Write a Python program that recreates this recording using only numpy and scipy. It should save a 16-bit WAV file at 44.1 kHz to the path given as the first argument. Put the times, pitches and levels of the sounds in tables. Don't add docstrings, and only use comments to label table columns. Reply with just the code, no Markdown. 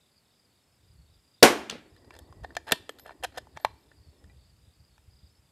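import sys
import numpy as np
from scipy import signal
from scipy.fft import rfft, irfft
from scipy.io import wavfile
from scipy.ndimage import uniform_filter1d

SR = 44100
rng = np.random.default_rng(int(sys.argv[2]) if len(sys.argv) > 2 else 0)


def linear_from_db(decibels):
    return 10 ** (np.asarray(decibels, float) / 20)


def materialize(psi):
    bounded = np.clip(np.atleast_2d(psi).T, -1, 1)
    quanta = np.round(bounded * 32767).astype(np.int16)
    wavfile.write(sys.argv[1], SR, quanta)


N = 242991
TIME = np.arange(N) / SR


def rms_one(x):
    return x / np.sqrt(np.mean(x ** 2) + 1e-20)


def level(rows):
    s, db = np.transpose(rows)
    return linear_from_db(np.interp(TIME, s, db, -150, -150))


def at_hz(points, hz, column=1):
    points = np.array(points)
    return np.interp(np.log(hz), np.log(points[:, 0]), points[:, column])


def band(x, low_hz, high_hz):
    edges_hz = [low_hz, min(high_hz, 0.45 * SR)]
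    return signal.sosfilt(signal.butter(2, edges_hz, "band", fs=SR, output="sos"), x)


def coloured(spectrum, size=N):
    hz = np.fft.rfftfreq(size, 1 / SR) + 1
    white = rfft(rng.standard_normal(size))
    return rms_one(irfft(white * linear_from_db(at_hz(spectrum, hz)), size))


def drift(rate_hz):
    slow = signal.butter(2, rate_hz, fs=SR, output="sos")
    return rms_one(signal.sosfilt(slow, rng.standard_normal(N + SR))[SR:])


def fall(t, t60):
    return linear_from_db(-60 * t / t60)


def add(track, s, piece):
    i = round(s * SR)
    track[i:i + len(piece)] += piece[:N - i]


def ringing(modes, scatter_db, size):
    hz, db, t60 = np.array(modes).T[:, :, None]
    t = TIME[:size]
    strength = linear_from_db(db + scatter_db * rng.standard_normal(hz.shape))
    return np.sum(strength * np.sin(2 * np.pi * hz * t) * fall(t, t60), axis=0)


# pitch_hz, level_db (per Hz)
AIR = [(25, -9.5), (120, -0.5), (250, -5.5), (600, -11), (1500, -16.5), (3000, -17), (6000, -24.5),
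       (7800, -16.5), (9200, -22.5), (12500, -23.5), (15500, -31.5)]


def air(level_db):
    return linear_from_db(level_db) * coloured(AIR)


def pulsed_tone(hz, width_hz, pulses):
    tone = rms_one(band(rng.standard_normal(N), hz - width_hz / 2, hz + width_hz / 2))
    stroke = np.sin(2 * np.pi * pulses * TIME + 9.0 * drift(1))
    return tone * (0.9 + 1.2 * np.maximum(0.28 + stroke, 0))


def phrases(per_s, first_s, share):
    singing = per_s * (TIME - first_s) % 1 < share
    return uniform_filter1d(1. * singing, size=2500)


# pitch_hz, width_hz, level_db, pulses_per_s
CRICKETS = [
    (4850, 260, 0, 27),
    (4480, 220, -3, 29),
    (5200, 200, -6, 24),
    (10300, 700, -14, 27),
]


def crickets():
    chorus_db, low_db, low_fade_db_per_s = -75, -82, 0.9
    chorus = 0
    for k, (hz, width_hz, db, pulses) in enumerate(CRICKETS):
        song = phrases(2.55 * (1 + 0.015 * k), 0.33 + 0.14 * k, share=0.66)
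        chorus = chorus + linear_from_db(db + 3.5 * drift(5)) * pulsed_tone(hz, width_hz, pulses) * (0.47 + song)
    chirps = 0.45 + phrases(3.65, -0.03, share=0.45)
    low_gain = linear_from_db(low_db + 2 * drift(1.1) - low_fade_db_per_s * TIME)
    low = low_gain * pulsed_tone(3680, 450, pulses=46) * chirps
    return rms_one(chorus) * linear_from_db(chorus_db) + low


# pitch_hz, level_db (per Hz)
THUMP = [(15, -42), (25, -14.5), (72, 1.5), (91, -4.5), (131, -10), (161, -16), (220, -25), (290, -50.5),
         (480, -120)]
RUBBING = [(120, -25), (200, 0), (292, 9.5), (831, -4), (951, -5), (1110, -7), (1500, -24.5), (1950, -5.5),
           (3300, -120)]
# centre_s, half_width_s, level_db
BENCH = [
    (1.0, 0.19, -60),
    (1.7, .14, -63),
    (2.35, 0.33, -54.5),
    (3.4, 0.31, -58),
    (4.3, 0.44, -56.5),
    (5.15, 0.31, -62),
]
# start_s, loudest_s, end_s, level_db
RUB = [
    (1.8, 2.35, 3.0, -58.5),
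    (2.701, 3.2, 3.95, -62.5),
    (3.908, 4.22, 4.45, -66.5),
]


def bench():
    resting_db, rub_fade_db = -80.5, 9.5
    swells = sum(linear_from_db(db) * np.exp(-((TIME - s) / width) ** 2) for s, width, db in BENCH)
    thump = coloured(THUMP) * linear_from_db(5.0 * drift(12)) * (linear_from_db(resting_db) + swells)
    strokes = sum(level([(start, db - rub_fade_db), (loudest, db), (end, db - rub_fade_db)])
                  for start, loudest, end, db in RUB)
    return thump + coloured(RUBBING) * linear_from_db(2 * drift(15)) * strokes


# pitch_hz, level_db, t60_s
CASE_MODES = [(12400, -3, .16), (12470, -8, .12)]
# start_s, level_db (peak)
CASE = [
    (2.8931, -53),
    (2.9865, -56),
    (2.9967, -50),
    (3.6069, -63),
    (3.6268, -61),
    (3.7894, -77),
    (3.8087, -67.5),
]


def case():
    out = np.zeros(N)
    for s, db in CASE:
        add(out, s, linear_from_db(db - 4) * ringing(CASE_MODES, scatter_db=3.5, size=12000))
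    return out * linear_from_db(5.0 * drift(90))


# pitch_hz, level_db, t60_s
ACTION = [(1570, -6, .012), (1800, 1, .022), (2000, -4, .016), (2350, -7, .012), (2720, -8, .012),
          (3210, -6, .010), (3600, -6, .010), (4200, -4, .010), (5100, -6, .008)]
# start_s, length_s, start_level_db, end_level_db
SLIDE = [
    (2.12, .08, -58, -62.5),
    (2.432, 0.013, -63, -36),
    (2.668, .052, -47, -41),
    (3.048, 0.082, -47.5, -56),
    (3.227, .023, -47, -32),
    (3.342, .033, -60, -45),
    (3.547, 0.023, -69.5, -44),
    (3.594, 0.05, -59, -64),
]


def sliding():
    clicks = rng.random(N) < 3000 / SR
    grit = clicks * rng.standard_normal(N) * linear_from_db(2.9 * drift(29))
    body = ringing(ACTION + [(700, 2, 0.021), (900, 0.24, 0.023)], scatter_db=2.0, size=2000)
    body[0] = 10.0
    strokes = rms_one(grit) * sum(level([(s, first_db), (s + length, last_db)])
                                  for s, length, first_db, last_db in SLIDE)
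    return band(signal.fftconvolve(strokes, body / np.linalg.norm(body))[:N], 400, 6800)


# start_s, level_db (peak thunk in stock), pitch_hz (thunk), steel_level_db (peak), sharpness_db (per band)
REACHING = [
    (1.9644, -76, 472.4, -54, -3.5),
    (2.046, -54, 491, -59, -3),
    (2.1073, -42, 1040, -41, -9),
    (2.1403, -52, 450, -55.5, 1.5),
    (2.152, -53, 446, -51, -3),
    (2.1655, -58, 510, -54, 1),
    (2.19, -45.5, 510, -48.5, 2.5),
    (2.326, -43, 1100, -52.5, -7.5),
]
OPENING = [(2.4376, -43, 719, -51, -5), (2.6719, -55.5, 820, -50, 0), (2.6899, -50, 748, -43, -1),
           (2.4468, -29, 752, -34, -12), (2.5061, -49.5, 750, -43, -24), (2.523, -58, 700, -57, -17),
           (2.552, -48, 670, -43.5, -2), (2.5678, -23.5, 723, -22, -6), (2.6824, -40, 1010, -38, -6),
           (2.697, -53, 900, -32, -20), (2.7124, -26.5, 610, -28.5, -7), (2.7211, -20.5, 920, -13.5, 1.53),
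           (2.7234, -20, 450, -12, -4), (2.7282, -22.5, 660, -24.5, -5.5), (2.755, -45, 992, -52, -2.5),
           (2.8939, -30, 466.5, -29, -3.5), (2.987, -59, 432, -50, 0), (2.9965, -51, 812, -47.5, 1.5)]
CLOSING = [(3.0645, -46, 590, -53, 2), (3.235, -35, 793, -38, -16.5), (3.0603, -37.5, 637, -39, -29),
           (3.0942, -36.5, 980, -38.5, -16), (3.1082, -37.5, 710, -45, -22), (3.3233, -54.5, 537, -54, -9),
           (3.3632, -60.5, 790, -46.5, -6), (3.4711, -44.5, 900, -65, 1), (3.573, -32, 900, -33, -7),
           (3.6003, -49, 767, -56.5, 2), (3.6485, -10, 897, -18.5, -6.5), (3.9158, -59, 429.5, -50.5, -14),
           (4.2411, -56, 495, -55, -5), (4.98, -56, 900, -53.5, -7)]
# start_s, touches, level_db (thunk), pitch_hz, steel_level_db
STUTTERS = [
    (3.237, 4, -27, 720, -28.5),
    (3.375, 3, -29.5, 640, -34.5),
]


def contacts():
    gap_s, spread_db, sharpness_db = 0.004, 3.5, -2.5
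    touches = []
    for s, count, db, hz, steel_db in STUTTERS:
        for k in range(round(count)):
            uneven_db = steel_db + spread_db * rng.standard_normal()
            touches.append((s + k * gap_s, db, hz, uneven_db, sharpness_db))
    return REACHING + OPENING + CLOSING + touches


BANDS_HZ = [1200, 3000, 7000, 13000]
# (pitch_hz, level_db, t60_s)
AFTER_RING = [
    (2.721, -37.5, [(170, 6, .06), (260, 10, .05), (980, 0, .13), (3025, -9, .2), (3214, -5, .12), (4334, -4, .15), (4410, -7, .13)]),
    (3.649, -36, [(110, -6, .08), (620, 2, .05), (974, -2, .13), (1077, 0, .07), (2300, -10, .04)]),
    (4.298, -58, [(1980, 0, .07), (2380, -3, .06), (3900, -8, .04)]),
]


def bolt():
    middle_lift_db = 4
    out, t = np.zeros(N), TIME[:800]
    for s, db, thunk_hz, steel_db, sharp_db in contacts():
        rattle = rng.standard_normal(800) * t * np.exp(-t / 0.0015)
        rattle[38] = 2.2 * np.abs(rattle).max()
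        thunk_modes = [(thunk_hz, 0, 0.012), (thunk_hz * 0.97, -8, 0.045),
                       (thunk_hz * 0.97, -8, 0.012), (thunk_hz * 0.758, -8, 0.015)]
        thunk = np.pad(ringing(thunk_modes, scatter_db=1.0, size=2000), (30, 0))
        steel = 0.21 * ringing(ACTION, scatter_db=5.5, size=1200)
        steel[0] = 3.1
        steel = np.convolve(rattle, steel)
        soft_push = np.hanning(26)
        parts = [band(np.convolve(soft_push, thunk), 540, 2000)]
        for low, high in zip(BANDS_HZ, BANDS_HZ[1:]):
            parts.append(band(band(steel, low, high), low * 0.52, high))
        peaks_db = [db, steel_db, steel_db + sharp_db + middle_lift_db, steel_db + 2 * sharp_db]
        for part, peak_db in zip(parts, peaks_db):
            add(out, s - 0.0015, linear_from_db(peak_db) * part / np.abs(part).max())
    for s, db, modes in AFTER_RING:
        loose = 1 + 8 * band(rng.standard_normal(12000), 20, 120)
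        add(out, s, linear_from_db(db) * ringing(modes, scatter_db=0, size=12000) * loose)
    return out


# pitch_hz, near_t60_s, far_t60_s
DYING = [(60, 0.11, .8), (250, 0.23, 0.8), (700, 0.17, .6), (2000, .2, .65), (4900, 0.14, .5),
         (14000, .15, 0.38)]


def dying_noise(spectrum, far_db, stretch):
    noise = [coloured(spectrum, SR), coloured(spectrum, SR)]
    t, out = TIME[:SR], 0
    edges_hz = 40 * 2 ** np.arange(0, 9, 0.5)
    for k, (low, high) in enumerate(zip(edges_hz, edges_hz[1:])):
        near = stretch * at_hz(DYING, low * 1.2)
        far = at_hz(DYING, low * 1.2, column=2)
        out = out + band(noise[k % 2], low, high) * (fall(t, near) + linear_from_db(far_db) * fall(t, far))
    return out


def shelter(x):
    spectrum = [(200, -15.5), (4000, 2.0), (9000, -1.5), (15000, -2.5)]
    return signal.fftconvolve(x, dying_noise(spectrum, far_db=-11.5, stretch=0.88))[:N]


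# start_s, level_db (peak), pitch_hz, ring_ms
SLAP = [
    (1.6966, -25, 3000, 2),
    (1.6986, -21, 2700, 2),
    (1.6990, -18, 4400, 2),
    (1.6995, -30, 1400, 3),
    (1.7100, -26, 3300, 3),
    (1.7270, -29, 450, 4),
    (1.7540, -38, 500, 8),
]
# pitch_hz, level_db (per Hz)
SLAP_TAIL = [(88, -27), (150, -7.5), (246, -4.5), (468, -12), (1140, -20), (1380, -15), (4080, -16.5),
             (14000, -44)]


def backstop():
    out, t = np.zeros(N), TIME[:2000]
    for s, db, hz, ms in SLAP:
        rough = 1.2 * band(rng.standard_normal(2000), 0.6 * hz, 1.6 * hz)
        ring = np.sin(2 * np.pi * hz * t) + rough
        add(out, s, linear_from_db(db) * ring * fall(t, 4 * ms / 1000) * np.minimum(t / 0.00027, 1))
    swell = np.minimum(TIME[:SR] / 0.0026, 1)
    add(out, 1.70, linear_from_db(-38.5) * swell * dying_noise(SLAP_TAIL, far_db=-26, stretch=1.8))
    return out


# start_s, pitch_hz, level_db, t60_s
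CRACK = [
    (1.4292, 4400, 10, .003),
    (1.4303, 2200, 3, .003),
    (1.4298, 5800, 2, .003),
    (1.4296, 10000, -2, .004),
    (1.4302, 13500, -5, .004),
]
# pitch_hz, level_db (per Hz)
ROAR = [(29, -72), (50, -28), (91, -19.5), (187, -22), (232, -5.5), (333, -6), (607, -9), (735, -5),
        (957, -11), (1080, -11.5), (6230, -20.5), (13700, -31), (15500, -49)]


def shot():
    out, t = np.zeros(N), TIME[:900]
    swings = [(1.4257, -6, 2.2), (1.4277, -2, 1.3)]
    trip_ms, trip_loss_db = 2.3, 0.74
    for k in range(4):
        swings.append((1.4313 + k * trip_ms / 1000, -1.5 - k * trip_loss_db, trip_ms))
    for s, db, ms in swings:
        add(out, s, -linear_from_db(db) * np.sin(np.linspace(0, 2 * np.pi, round(ms * SR / 1000))))
    for s, hz, db, t60 in CRACK:
        burst = rng.standard_normal(55) / 4
        add(out, s, np.convolve(burst, linear_from_db(db) * np.sin(2 * np.pi * hz * t) * fall(t, t60)))
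    out = band(out, 120, 15000)
    rise = np.minimum(TIME[:SR] / 0.005, 1)
    add(out, 1.4252, linear_from_db(-6.5) * rise * dying_noise(ROAR, far_db=-17.5, stretch=1.2))
    return out


def scene():
    near = bolt() + sliding() + case()
    background = crickets() + bench() + air(-69.5)
    mid = shot() + backstop() + near + linear_from_db(-49.5) * shelter(near) + background
    smear = rms_one(rng.standard_normal(200) * np.hanning(200)) / 30
    side = linear_from_db(-23) * signal.fftconvolve(np.clip(mid, -1, 1), smear)[:N] + air(-87)
    return np.array([mid + side, mid - side])


def roll_off(x):
    return signal.sosfilt(signal.butter(12, 15760, fs=SR, output="sos"), x)


def record(dry):
    dry = signal.sosfilt(signal.butter(2, 60, "high", fs=SR, output="sos"), dry)
    clipped = dry / (1 + np.abs(dry) ** 8.0) ** (1 / 8.0)
    dulled = signal.sosfilt(signal.butter(4, 15000, fs=SR, output="sos"), clipped)
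    return roll_off(dulled)


dry = scene()
out = record(dry)
materialize(out)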